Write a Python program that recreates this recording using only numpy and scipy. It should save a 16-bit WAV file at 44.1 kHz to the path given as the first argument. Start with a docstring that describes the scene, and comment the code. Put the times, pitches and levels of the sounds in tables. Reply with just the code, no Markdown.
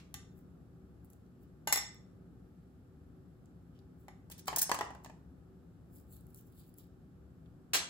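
"""Spoon, glass and jam in a kitchen

A steel measuring spoon clinks on a glass bowl of jam and a utensil clatters down beside it: damped modes.
Sticky fingers tick, palms rub a ball of jam round and something flat slaps down across the kitchen: shaped noise.
Appliances hum as coloured noise; tiles answer with decaying noise tails. Two microphone ports are alike in
the bass, and in the treble carry one signal that reaches the right side later."""
import sys
import numpy as np
from scipy import signal
from scipy.fft import rfft, irfft, next_fast_len
from scipy.io import wavfile
from scipy.ndimage import uniform_filter1d, map_coordinates

SR = 44100
rng = np.random.default_rng(int(sys.argv[2]) if len(sys.argv) > 2 else 0)


def to_wav(s):
    """Save 16-bit WAV."""
    ch = np.atleast_2d(s).T  # columns
    pcm = np.round(np.clip(ch, -1, 1) * 32767)  # PCM
    wavfile.write(sys.argv[1], SR, pcm.astype(np.int16))


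def amplitude_ratio(level_db):
    """Convert a level in decibels to the matching linear amplitude (field) ratio."""
    exponent = np.asarray(level_db, float) / 20
    return 10 ** exponent


N = 347949  # samples

# Modes of the utensil's steel. Each row: frequency in Hz, relative level in dB, 60 dB decay time in seconds.
STEEL = [(1685, -10.5, 0.035), (2500, -26, .03), (3670, -27.5, 0.043), (4260, -31.5, 0.028),
         (5100, -22.5, 0.025), (5430, -4, 0.052), (6360, -0.5, 0.063), (7970, -7.5, 0.075),
         (8800, 0.5, 0.082), (10440, 3, 0.026), (12300, 1.5, .045), (12860, -8.5, 0.033),
         (14650, -0.5, 0.048), (15650, -3, .045), (15040, 4, 0.046)]
# Modes of the dull body under a knock, before its pitch factor.
# Each row: frequency in Hz, relative level in dB, 60 dB decay time in seconds.
BODY = [(417, -13.5, 0.037), (550, -11, 0.026), (716, 0.5, 0.022), (873.5, -2, 0.045), (985, -2, 0.024),
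        (1136, -4, 0.0095), (1415, -13.5, 0.018), (1660, -10, 0.023), (1866, -7, 0.021), (2740, -14, 0.027),
        (2950, -16, 0.021), (3500, -15.5, 0.011)]
STEEL_WANDER, BODY_WANDER = 0.024, 0.005  # rms random phase step, cycles per sample


def unit(x):
    """Normalisation: scales a signal to rms 1."""
    return x / np.sqrt(np.mean(x ** 2) + 1e-20)


def along(points, hz):
    """Interpolation of (Hz, value) points on a logarithmic frequency axis."""
    f, v = np.transpose(points)
    return np.interp(np.log(hz + 1), np.log(f + 1), v)


def filtered(x, response):
    """Linear filtering: the spectrum is multiplied by a response of frequency."""
    n = x.shape[-1]
    m = next_fast_len(n + 8192)
    spectrum = rfft(x, m) * response(np.fft.rfftfreq(m, 1 / SR))
    return irfft(spectrum, m)[..., :n]


def swell(peaks, hz):
    """Resonance: a gain of 1 plus peaks given as (Hz, half width in Hz, dB)."""
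    return 1 + sum(amplitude_ratio(db) / (1 + ((hz - centre) / width) ** 2) for centre, width, db in peaks)


def noise(spectrum, shape):
    """Coloured noise: white noise shaped by (Hz, dB) points, at rms 1."""
    white = rng.standard_normal(shape)
    return unit(filtered(white, lambda hz: amplitude_ratio(along(spectrum, hz))))


def add(track, s, x):
    """Superposition: mixes x into the track from time s in seconds."""
    i = round(s * SR)
    x = x[max(-i, 0):][:N - max(i, 0)]
    track[max(i, 0):][:len(x)] += x


def snap(centre_hz, breadth, t60):
    """Impulsive excitation: a decaying noise burst through one band-pass, at peak 1; breadth is width over centre."""
    t = np.arange(SR // 20) / SR
    burst = rng.standard_normal(len(t)) * amplitude_ratio(-60 * t / t60) * (1 - np.exp(-t / 0.00051))
    width_hz = breadth * centre_hz

    def band(hz):
        damping = 1j * hz * width_hz
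        return damping / (centre_hz ** 2 - hz ** 2 + damping)

    burst = filtered(burst, band)
    return burst / np.abs(burst).max()


def ring(modes, t, scatter_db, attack, rough, tilt_db=0, early=0):
    """Modal synthesis: damped sines of random strength; rough contact makes every phase wander."""
    hz, db, t60 = np.transpose(modes)[:, :, None]
    tilt = tilt_db * np.log2(hz / 4000)  # dB per octave about 4 kHz
    size = amplitude_ratio(db + tilt + scatter_db * rng.standard_normal(hz.shape))
    wander = rough * np.cumsum(rng.standard_normal((len(hz), len(t))), 1)
    waves = np.sin(2 * np.pi * (hz * t + wander))
    decay = amplitude_ratio(-60 * t / t60) * (1 + early * amplitude_ratio(-60 * t / 0.022))  # early: extra ring that is soon damped
    onset = 1 - np.exp(-t / attack)
    return (size * decay * waves).sum(0) * onset / np.linalg.norm(amplitude_ratio(db))


def background():
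    """Stationary noise: slowly drifting appliance rumble, raised at low room resonances, over steady hiss."""
    # Spectrum of the appliances. Each row: frequency in Hz, relative level per hertz in dB.
    hum_spectrum = [(13, -54), (22, -34), (55, -3), (139, -5.5), (170, -2.5), (205, -13), (246, -6.5),
                    (324, -15), (376, -10.5), (412, -19.5), (514, -24.5), (846, -26.5), (927, -34.5),
                    (1270, -29), (1800, -38.5), (2340, -75.5), (3960, -120)]
    # Low room resonances. Each row: frequency in Hz, half width in Hz, added gain in dB.
    room_modes = [(69.4, 3.8, 0.5), (113, 7.5, -1.5), (185.9, 16, 2), (255, 1.7, 2), (296, 5, 1.5),
                  (378.6, 4.3, 2.5), (491, 33, -1.5)]
    # Spectrum of the hiss. Each row: frequency in Hz, relative level per hertz in dB.
    air_spectrum = [(900, -17.5), (1800, -2), (3000, -5.5), (6000, -9), (12000, -7.5), (15000, -9.5),
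                    (16200, -25)]
    hum_db, drift_db, drift_per_s = -53.5, 0.57, 3  # level, drift, random drift values per second
    drift = map_coordinates(rng.standard_normal(N // 1000), [np.arange(N) / SR * drift_per_s])
    hum = unit(filtered(noise(hum_spectrum, (2, N)), lambda hz: swell(room_modes, hz)))
    hiss = amplitude_ratio(-81) * noise(air_spectrum, (2, N))
    return amplitude_ratio(hum_db + drift_db * drift) * hum + hiss


def slaps():
    """Diffuse sound: a flat face lands and rattles out, as noise independent at each side since it is far off."""
    # Slaps. Each row: start in seconds, level in dB, landing time in seconds, treble limit in Hz (6 dB down).
    blows = [(-.09, -27, 0.053, 5440), (7.7333, -24, 0.022, 20700)]
    # Spectrum of a slap. Each row: frequency in Hz, relative level per hertz in dB.
    slap_spectrum = [(120, -57), (300, -7.5), (900, -7), (2800, -2.5), (4200, -5.5), (8000, -3.5),
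                     (11000, -5.5), (16000, -6)]
    # Resonances that a slap sets ringing. Each row: frequency in Hz, half width in Hz, added gain in dB.
    tray = [(970, 29, 3), (1580, 120, -5), (2540, 35, -33), (2760, 50, -5.5), (2980, 23, -27),
            (3270, 49, -16), (4120, 150, 2), (6100, 66, -3), (6520, 90, -5), (8350, 380, -15)]
    out, t = np.zeros((2, N)), np.arange(SR // 2) / SR
    for s, db, landing, top_hz in blows:
        rattle_out = amplitude_ratio(-60 * np.maximum(t - landing, 0) / 0.088)
        shape = (1 - np.exp(-t / 0.00076)) * rattle_out
        source = noise(slap_spectrum, (2, len(t)))
        sound = filtered(source, lambda hz: swell(tray, hz) / (1 + (hz / top_hz) ** 2))
        add(out.T, s, (amplitude_ratio(db) * shape * sound).T)
    return out


def skin():
    """Sliding friction: palms and fingers hiss over a lower rasp that follows pressure, with tiny sticky catches."""
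    # Strokes. Each row: time of full pressure in seconds, hiss level in dB, rasp level in dB,
    # rise in seconds, fade in seconds.
    strokes = [(.378, -75, -97, 0.067, 0.097), (1.052, -72, -98, 0.016, .04), (1.104, -71, -97, .01, 0.097),
               (1.433, -74, -84, 0.051, .03), (3.75, -90, -79, .04, 0.079), (4.005, -74, -93, 0.046, .08),
               (5.96, -61.5, -79, 0.062, 0.093), (6.128, -58, -75, .05, 0.12),
               (6.3, -73, -88, 0.047, 0.064), (6.376, -59, -74.5, 0.053, 0.081),
               (6.47, -73, -90, .06, 0.094), (6.599, -63.5, -73, 0.12, 0.11), (6.68, -71, -88, .06, .06),
               (6.785, -60.5, -71.5, 0.028, 0.081)]
    # Spectrum of the hiss. Each row: frequency in Hz, relative level per hertz in dB.
    hiss_spectrum = [(4000, -43), (7000, 1), (11000, 4.5), (15500, 10), (16500, -4)]
    # Spectrum of the rasp. Each row: frequency in Hz, relative level per hertz in dB.
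    rasp_spectrum = [(1500, -16), (3000, 4), (4500, -0.5), (7000, -4), (10000, -16.5)]
    stroke_db, rasp_late_s = 23, 0.0094  # level lost over a rise or a fade; the rasp peaks after the hiss
    out = np.zeros(N)
    for s, hiss_db, rasp_db, rise, fade in strokes:
        t = np.arange(-2 * rise, 2 * fade, 1 / SR)

        def pressure(late):
            return amplitude_ratio(-stroke_db * np.maximum((late - t) / rise, (t - late) / fade))

        catches = (rng.random(len(t)) < 190 / SR) * rng.exponential(40, len(t))  # about 190 per second
        roughness = amplitude_ratio(1.5 * unit(uniform_filter1d(rng.standard_normal(len(t)), 60)))
        grit = unit(roughness + uniform_filter1d(catches, 40))
        # cupped palms favour a few bands
        hollows = np.c_[rng.uniform(2200, 6000, 3), np.full(3, 220), np.full(3, 5)]
        rasp = unit(filtered(noise(rasp_spectrum, len(t)), lambda hz: swell(hollows, hz)))
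        hiss = noise(hiss_spectrum, len(t))
        rub = amplitude_ratio(hiss_db) * pressure(0) * hiss + amplitude_ratio(rasp_db) * pressure(rasp_late_s) * rasp
        add(out, s - 2 * rise, grit * rub)
    return out


def fingers():
    """Sudden release of adhesion: a sticky film of jam parts in a very short narrow-band snap."""
    # Sticky releases. Each row: start in seconds, peak level in dB, centre frequency in Hz.
    ticks = [(1.0464, -50, 14000), (1.1015, -51, 12200), (1.1323, -50, 9000), (1.263, -70, 4700),
             (1.4331, -61, 13400), (1.9458, -51, 13000), (3.4577, -59, 7450), (3.79, -59.5, 4330),
             (6.2085, -54, 10900), (6.2674, -51.5, 11900), (6.305, -59, 12160), (6.3453, -41.5, 10900),
             (6.55, -61, 14000), (6.6021, -52, 12100), (6.7406, -52, 11850), (6.869, -63, 12980),
             (7.4592, -64, 2860)]
    out = np.zeros(N)
    for s, db, centre_hz in ticks:
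        add(out, s, amplitude_ratio(db) * snap(centre_hz, breadth=0.33, t60=0.0074))
    return out


def utensil():
    """Struck and scraped steel: modes jingle with each dry crack, and brief slides are noise through their bands."""
    # Strikes of the steel end. Each row: start in seconds, jingle level in dB, crack peak in dB.
    jingles = [(4.2997, -54, -44), (4.3798, -53.5, -45.5), (4.3933, -51, -48), (4.457, -61, -50.5),
               (4.561, -24.5, -25), (4.5833, -26.5, -31.5), (4.5885, -31, -28), (4.6144, -26.5, -25.5),
               (4.6181, -22, -28.5), (4.6274, -24.5, -29), (4.7427, -45, -38.5)]
    # Slides. Each row: start in seconds, length in seconds, rms level in dB, lowest frequency in Hz.
    slides = [(4.307, 0.025, -51, 1450), (4.377, 0.03, -60, 1510), (4.466, 0.025, -46.5, 591),
              (4.583, 0.02, -33.5, 4000), (4.734, 0.028, -49.5, 2500), (5.031, .02, -71, 3960)]
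    out, t = np.zeros(N), np.arange(SR // 8) / SR
    for s, jingle_db, crack_db in jingles:
        add(out, s, amplitude_ratio(crack_db) * snap(centre_hz=8600, breadth=0.9, t60=0.0077))
        jingle = ring(STEEL, t, scatter_db=0.5, attack=0.00091, rough=STEEL_WANDER, early=1.4)
        add(out, s, amplitude_ratio(jingle_db) * jingle)
    bands = [(hz, 150, db) for hz, db, _ in STEEL]
    for s, length, db, low_hz in slides:
        n = round(length * SR)
        grains = rng.standard_normal(n) * np.hanning(n)
        slide = filtered(grains, lambda hz: swell(bands, hz) / (1 + (low_hz / (hz + 1)) ** 4))
        add(out, s, amplitude_ratio(db) * unit(slide))
    return out


def handle():
    """Coupled impact: dull modes pitched by the grip, a dry crack and a little shake of the steel."""
    # Knocks of the handle on the counter. Each row: start in seconds, knock level in dB, crack peak in dB,
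    # pitch factor of the dull body.
    blows = [(4.3006, -51, -51, 0.94), (4.4807, -22, -25, 1.14), (4.5284, -26.5, -43.5, 1.01),
             (4.5716, -28, -31, .99), (4.6945, -26, -30, 1.1), (4.7155, -16.5, -17, 1.02),
             (4.7444, -35, -29, 1.4), (4.789, -30, -29, .97), (4.8096, -19.5, -33, 1),
             (4.8505, -56, -47, 1.4), (4.9051, -38, -52, 0.93), (4.9494, -41.5, -51.5, 0.81),
             (5.0463, -43.5, -38, 1.08), (5.0604, -42, -49, 0.96), (5.0978, -44.5, -53, 0.92)]
    shake_db = -32  # ring of the steel relative to the knock
    out, t = np.zeros(N), np.arange(SR // 8) / SR
    for s, knock_db, crack_db, pitch in blows:
        add(out, s, amplitude_ratio(crack_db) * snap(centre_hz=5500, breadth=0.9, t60=0.0097))
        body = np.multiply(BODY, [pitch, 1, 1])
        knock = ring(body, t, scatter_db=2.5, attack=0.0032, rough=BODY_WANDER, early=3.88)
        add(out, s, amplitude_ratio(knock_db) * knock)
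        shake = ring(STEEL, t, scatter_db=1.5, attack=0.00036, rough=STEEL_WANDER)
        add(out, s, amplitude_ratio(knock_db + shake_db) * shake)
    return out


def spoon():
    """Modal impact: spoon and bowl ring together; a soft blow leaves out the high modes."""
    # Clinks. Each row: start in seconds, tick peak in dB, ring level in dB, knock level in dB,
    # tilt of the ring in dB per octave.
    clinks = [(0.1411, -29, -50, -49.5, -1), (1.6731, -33, -32, -34.5, -2.5),
              (1.725, -16.5, -26.5, -24.5, 2.3), (1.7354, -18.5, -45, -34.5, -0.35),
              (1.7589, -23, -37, -31.5, 1), (1.7734, -28, -35.5, -41.5, -0.8),
              (4.0821, -49.5, -61, -42.5, -7)]
    # Modes of spoon and bowl: frequencies in Hz.
    glass_hz = [850, 1200, 1540, 1830, 2035, 2780, 3560, 4075, 4300, 4740, 5400, 5465, 6560, 6785, 7685,
                8880, 9300, 9775, 10200, 10560, 11262, 11606, 12060, 13200, 13390, 13900, 14400, 15330]
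    # The same modes in turn. Each row: relative level in dB, 60 dB decay time in seconds.
    glass_levels = [(-7, 0.08), (-9, 0.13), (-11, 0.21), (-7, .1), (-7, .24), (-11.5, 0.2), (-11, .36),
                    (-19.5, .3), (-22, 0.2), (-28, .12), (-11, 0.29), (-5.5, 0.31), (-9, 0.16), (-5.5, 0.3),
                    (-10, .24), (-12, .15), (-11.5, .1), (-6, 0.16), (-6, .17), (-14, .15), (-11.5, 0.071),
                    (-5, .1), (-8.5, 0.14), (-7.5, .14), (-5, .13), (-12.5, .1), (-10.5, 0.12), (-14, .12)]
    glass_wander = 0.012  # rms random phase step, cycles per sample
    glass = np.c_[glass_hz, glass_levels]
    bowl_body = np.multiply(BODY, [1.15, 1, 1])  # the bowl's thud lies above the counter's
    out, t = np.zeros(N), np.arange(SR * 2 // 5) / SR
    for s, tick_db, ring_db, knock_db, tilt_db in clinks:
        add(out, s, amplitude_ratio(tick_db) * snap(centre_hz=9000, breadth=2.6, t60=0.012))
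        clink = ring(glass, t, scatter_db=2.5, attack=0.00042, rough=glass_wander, tilt_db=tilt_db, early=2.9)
        add(out, s, amplitude_ratio(ring_db) * clink)
        thud = ring(bowl_body, t[:SR // 8], scatter_db=4, attack=0.0018, rough=BODY_WANDER, early=0.87)
        add(out, s, amplitude_ratio(knock_db) * thud)
    return out


def widened(x):
    """Stereo widening: short random echoes, added at the left and subtracted at the right, spread near sounds."""
    echoes = np.zeros(SR // 100)
    delay = (rng.random(12) * (SR // 100 - 10) + 5).astype(int)  # samples
    echoes[delay] = amplitude_ratio(-10.5 - 600 * delay / SR) * rng.choice([-1, 1], delay.shape)
    spread = signal.fftconvolve(x, echoes)[:N]
    spread = filtered(spread, lambda hz: hz ** 2 / (hz ** 2 + 900 ** 2))  # the bass stays central
    return x + np.array([[1], [-1]]) * spread


def room(x):
    """Reverberation: tiles and cupboards answer with four decaying noise tails, crossfaded in turn."""
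    # Reverberation time. Each row: frequency in Hz, 60 dB decay time in seconds.
    decay_times = [(200, 0.35), (1000, .45), (4000, 0.38), (8000, 0.35), (15000, 0.053)]
    wet, turn = 0, np.arange(N) / SR * 6 % 4  # six tails a second, out of four
    for k in range(4):
        hz, t, z = signal.stft(rng.standard_normal((2, SR * 3 // 5)), SR, nperseg=256)
        decay = amplitude_ratio(-60 * t / along(decay_times, hz)[:, None])
        tail = signal.istft(z * decay, SR, nperseg=256)[1]
        tail = tail / np.linalg.norm(tail[0])
        gate = np.clip(1 - np.abs((turn - k + 2) % 4 - 2), 0, 1)
        late = np.pad(x * gate, (220, 0))[None]  # the tail starts 5 ms after the sound
        wet = wet + signal.fftconvolve(late, tail, axes=1)[:, :N]
    return wet


def scene():
    """Superposition: widened near sounds, far slaps, the room's answer and the background."""
    bowl, knocks, steel = spoon(), handle(), utensil()
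    hands, far = fingers() + skin(), slaps()
    struck = amplitude_ratio(-3.5) * bowl + amplitude_ratio(-3.5) * knocks + amplitude_ratio(-3.5) * steel
    wet = room(struck + amplitude_ratio(-7.5) * hands + amplitude_ratio(-1.5) * far[0])
    return widened(bowl + knocks + steel + hands) + far + wet + background()


def roll_off(x):
    """The treble ends steeply here."""
    return signal.sosfilt(signal.butter(12, 16970, fs=SR, output="sos"), x)


def record(dry):
    """Interchannel delay: the ports narrow bass and treble towards one signal and delay the right side."""
    # Stereo width. Each row: frequency in Hz, share of the side signal kept.
    side_share = [(60, 0.12), (300, 0.33), (700, 0.65), (2500, 0.97), (6000, .75), (7200, 0.25),
                  (16000, .05)]
    # Delay of the right side behind the left. Each row: frequency in Hz, delay in samples.
    right_lag = [(400, 0), (1500, 4), (3000, 9), (7000, 11.75), (16000, 11.55)]
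    # Balance of the ports. Each row: frequency in Hz, left minus right in dB.
    balance = [(60, 3.5), (240, 0.5), (950, 0.5), (3770, -0.5), (15000, 0.5)]
    mid, side = (dry[0] + dry[1]) / 2, (dry[0] - dry[1]) / 2
    side = filtered(side, lambda hz: np.clip(along(side_share, hz), 0, 1))

    def top(hz):
        return 1 / (1 + (hz / 15950) ** 120)  # little passes above the band edge

    def half(hz):
        """Half of the level and time difference: the left takes it, the right its inverse."""
        lead = np.exp(1j * np.pi * hz * along(right_lag, hz) / SR)
        return amplitude_ratio(along(balance, hz) / 2) * lead

    sides = np.array([mid + side, mid - side])
    ports = filtered(sides, lambda hz: top(hz) * [half(hz), 1 / half(hz)])
    return roll_off(ports)


dry = scene()
out = record(dry)
to_wav(out)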